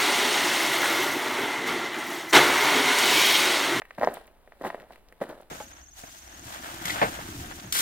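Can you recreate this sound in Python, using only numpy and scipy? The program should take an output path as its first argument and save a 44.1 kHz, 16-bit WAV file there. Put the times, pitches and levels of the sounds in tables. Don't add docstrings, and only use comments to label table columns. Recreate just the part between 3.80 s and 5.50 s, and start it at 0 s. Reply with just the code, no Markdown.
import sys
import numpy as np
from scipy import signal
from scipy.fft import rfft, irfft, next_fast_len
from scipy.io import wavfile

SR = 44100
rng = np.random.default_rng(int(sys.argv[2]) if len(sys.argv) > 2 else 0)


def to_wav(s):
    ch = np.atleast_2d(s).T
    pcm = np.round(np.clip(ch, -1, 1) * 32767)
    wavfile.write(sys.argv[1], SR, pcm.astype(np.int16))


N = 74970
TIME = np.arange(N) / SR
FFT_SIZE = next_fast_len(2 * N)
FREQS = np.maximum(np.arange(FFT_SIZE // 2 + 1) * SR / FFT_SIZE, 1)

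# (time [s], thud level [dB], thud pitch [Hz], snap level [dB])
CRUST_CRACKS = [ (0.0189, -31, 657, -26.5), (0.108, -39.5, 620, -30.5), (.183, -25, 595, -34.5),
                (0.1869, -31, 242, -40), (0.213, -16, 507, -27), (0.2222, -19, 740, -32),
                (0.2318, -10, 520, -22.5), (.2355, -16, 534, -26.5), (.2404, -15, 720, -27),
                (0.2467, -23, 680, -26.5), (0.2734, -7, 558, -24), (0.2829, -19, 385, -50),
                (0.2864, -26, 730, -30), (.3705, -30.5, 630, -40), (0.6757, -38.5, 453, -47),
                (0.7215, -40.5, 650, -40.5), (.812, -24.5, 400, -44), (.8396, -27, 780, -36),
                (0.8484, -21, 720, -45), (.851, -29, 725, -28), (.8682, -31, 696, -28),
                (.9021, -24.5, 676, -27), (.9053, -39, 730, -37), (.9297, -32.5, 520, -57),
                (0.9456, -20.5, 483, -34.5), (.9792, -35, 520, -57), (1.0294, -39, 545, -50),
                (1.1065, -35.5, 624, -51), (1.3245, -42, 426, -40.5), (1.4129, -25, 267, -38),
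                (1.4159, -18, 480, -40.5), (1.4195, -18.5, 486, -48), (1.4249, -19.5, 454, -40),
                (1.4376, -36, 440, -35), (1.4496, -31.5, 323, -48), (1.4921, -31, 327, -47),
                (1.5273, -35, 524, -52)]
# (time [s], crunch level [dB])
STEP_PRESSURES = [
    [(.178, -42), (.207, -41), (.236, -29), (.258, -38), (.295, -36.5), (.37, -47.5), (.42, -57),
     (.52, -72.5)],
    [(.795, -69.5), (.818, -37.5), (.834, -46.5), (.845, -32.5), (.878, -31.5), (.915, -53), (1.02, -47),
     (1.075, -68), (1.12, -58), (1.21, -72.5)],
    [(1.402, -51), (1.418, -34), (1.445, -43.5), (1.475, -50), (1.503, -40), (1.56, -54), (1.625, -51),
     (1.69, -100)],
]
# (frequency [Hz], relative level [dB])
CRUNCH_EQ = [(60, -19), (220, -3), (650, 4), (1150, -8.5), (1650, -8), (2700, -31.5), (4500, -32),
             (6500, -30), (16000, -32)]
# (frequency [Hz], side over mid [dB])
GRIT_WIDTH = [(600, -18.5), (4000, -9)]
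# (time [s], level [dB], pitch [Hz])
STONE_TICKS = [ (0.0534, -39.5, 1650), (.1503, -42.5, 3230), (.197, -32, 2860), (.4775, -42.5, 2420),
               (0.8592, -43, 3200), (0.8737, -31.5, 2200), (0.953, -41, 1700), (1.0002, -39, 2040),
               (1.123, -41, 3200), (1.1337, -40.5, 2660), (1.1589, -40.5, 1730), (1.2866, -41.5, 3820)]
# (time [s], level before filtering [dB], band centre [Hz])
GRIT_SLIPS = [(0.2465, -26.5, 4200), (0.339, -35, 10600), (0.3417, -32.5, 11300), (0.4688, -47, 11000),
              (0.8675, -40.5, 10000), (1.3242, -48.5, 11200), (1.491, -42.5, 10000), (1.614, -47.5, 10000)]
# (time [s], level [dB])
RUSTLE_ENVELOPE = [(0, -69), (.245, -64), (.30, -78), (.35, -48.5), (.43, -63), (.56, -77.5), (.79, -69),
                   (.87, -50.5), (1.06, -75.5), (1.13, -59), (1.23, -75.5), (1.40, -71), (1.422, -46.5),
                   (1.46, -61.5), (1.69, -71.5)]
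# (frequency [Hz], relative level [dB])
RUSTLE_EQ = [(2000, 18.5), (4000, 15.5), (6300, 0), (9000, 11.5), (15000, 3)]
# (frequency [Hz], relative level [dB])
TAIL_EQ = [(320, -18), (750, -10.5), (3000, -2), (9000, -26.5)]
# (frequency [Hz], relative level [dB])
AIR_EQ = [(45, 3), (110, -14.5), (680, -11), (1400, -20.5), (6200, -36), (9000, -32)]
# (frequency [Hz], side over mid [dB])
AMBIENCE_WIDTH = [(30, -7.5), (2000, -11.5)]
# (frequency [Hz], left minus right [dB])
MIC_BALANCE = [(800, 0.24), (4500, 3), (9000, -8), (15000, -15.5)]

THUD_WIDTH, SNAP_WIDTH, TICK_WIDTH = 1.357, 1.47, 1.54


def cracks(snap_lag_s=0.0003, soft_contact_hz=2620):
    thuds, snaps = np.zeros((2, N))
    splinter = from_db(-30) * pulse(hz=3460, width=TICK_WIDTH)
    snap = crisp(pulse(hz=1555, width=SNAP_WIDTH) + splinter, db=-14)
    for s, thud_db, hz, snap_db in CRUST_CRACKS:
        weight = from_db(-23.5) * pulse(hz / 2, THUD_WIDTH)
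        thud = pulse(hz, THUD_WIDTH) - weight
        add(thuds, s, from_db(thud_db) * thud)
        add(snaps, s + snap_lag_s, from_db(snap_db) * snap)
    soften = signal.butter(1, soft_contact_hz, fs=SR, output="sos")
    return -signal.sosfilt(soften, thuds) - snaps


def crunch(idle_db=-68.5, reference_db=-40.5, spread_db=3.5):
    pressure = from_db(idle_db) + sum(envelope(step) for step in STEP_PRESSURES)
    load = pressure / from_db(reference_db)
    crowding = load ** 0.62
    dull = colour(grains(1100 * crowding, spread_db) * pressure, rms_one(eq_curve(CRUNCH_EQ)))
    chip_ring = pulse(hz=2870, width=SNAP_WIDTH)
    chips = grains(220 * crowding, spread_db) * load ** 0.83
    bright = from_db(reference_db - 20) * convolve(chips, chip_ring / np.linalg.norm(chip_ring))
    return stereo(dull + bright, GRIT_WIDTH)


def ticks():
    track = np.zeros(N)
    for s, db, hz in STONE_TICKS:
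        add(track, s, from_db(db) * crisp(pulse(hz, TICK_WIDTH), db=2.5))
    return track


def scatter(contacts, db=-3, decay_s=0.0044):
    spray = rng.standard_normal((2, N)) * np.exp(-TIME / decay_s)
    spray *= np.sqrt(2 / (decay_s * SR))
    return from_db(db) * stereo(convolve(spray, contacts), GRIT_WIDTH)


def scratches(decay_s=0.0022):
    noise = rng.standard_normal((2, N))
    track = np.zeros((2, N))
    for s, db, hz in GRIT_SLIPS:
        burst = from_db(db) * (TIME >= s) * np.exp(-np.abs(TIME - s) / decay_s)
        track += band(noise * burst + 1e-18, hz, width=1.36)
    return track


def rustle():
    friction = grains(per_s=2500, spread_db=6.5) * envelope(RUSTLE_ENVELOPE)
    return colour(friction, rms_one(eq_curve(RUSTLE_EQ)))


def surroundings(feet, db=-9.5, t60_s=0.49, predelay_s=0.013):
    decay = from_db(-60 * TIME / t60_s) * (TIME > predelay_s)
    reflections = rng.standard_normal((2, N)) * decay / np.linalg.norm(decay)
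    tail = stereo(colour(reflections, eq_curve(TAIL_EQ)), AMBIENCE_WIDTH)
    return from_db(db) * convolve(tail, feet.mean(axis=0))


def air(db=-59.5):
    hush = colour(rng.standard_normal((2, N)), rms_one(eq_curve(AIR_EQ)))
    return from_db(db) * stereo(hush, AMBIENCE_WIDTH)


def pulse(hz, width):
    ring = band(signal.unit_impulse(1024), hz, width)
    return ring / np.abs(ring).max()


def crisp(sound, db, low_edge_hz=6650):
    highpass = signal.butter(2, low_edge_hz, "high", fs=SR, output="sos")
    return sound + from_db(db) * signal.sosfilt(highpass, signal.unit_impulse(len(sound)))


def grains(per_s, spread_db):
    sizes = from_db(spread_db * np.minimum(rng.exponential(1, (2, N)), 3))
    signs = rng.choice([-1, 1], (2, N))
    hits = rng.random((2, N)) < per_s / SR
    return rms_one(sizes * signs * hits / np.sqrt(per_s))


def band(x, hz, width):
    edges = [hz / width, min(hz * width, SR / 2 - 1)]
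    return signal.sosfilt(signal.butter(2, edges, "band", fs=SR, output="sos"), x)


def colour(x, gain):
    cepstrum = irfft(np.log(gain), FFT_SIZE)
    cepstrum[1:FFT_SIZE // 2] *= 2
    cepstrum[FFT_SIZE // 2 + 1:] = 0
    return irfft(rfft(x, FFT_SIZE) * np.exp(rfft(cepstrum)), FFT_SIZE)[..., :N]


def stereo(pair, width):
    share = eq_curve(width)
    mid = colour(pair[0], 1 / np.hypot(1, share))
    side = colour(pair[1], share / np.hypot(1, share))
    return np.array([mid + side, mid - side])


def envelope(points):
    s, db = np.transpose(points)
    return from_db(np.interp(TIME, s, db, left=-np.inf, right=-np.inf))


def eq_curve(points):
    hz, db = np.transpose(points)
    return from_db(np.interp(np.log(FREQS), np.log(hz), db))


def convolve(pair, mono):
    return signal.fftconvolve(pair, mono[None], axes=1)[:, :N]


def add(track, s, sound):
    start = int(s * SR)
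    track[start:start + len(sound)] += sound[:max(N - start, 0)]


def from_db(db):
    return 10 ** (np.asarray(db) / 20)


def rms_one(x):
    return x / np.sqrt(np.mean(x ** 2) + 1e-20)


def scene():
    contacts = cracks() + ticks()
    feet = contacts + scatter(contacts) + crunch() + rustle() + scratches()
    return feet + surroundings(feet) + air()


def record(dry):
    left_lag_samples, cutoff_hz = 3, 16100
    balance = eq_curve(MIC_BALANCE)
    pan = np.array([balance, np.ones_like(balance)]) * np.sqrt(2 / (1 + balance ** 2))
    left, right = irfft(rfft(dry, FFT_SIZE) * pan, FFT_SIZE)[:, :N]
    late_left = np.pad(left, (left_lag_samples, 0))[:N]
    high_cut = signal.ellip(10, 0.1, 80, cutoff_hz, fs=SR, output="sos")
    return signal.sosfilt(high_cut, np.array([late_left, right]))


dry = scene()
out = record(dry)
to_wav(out)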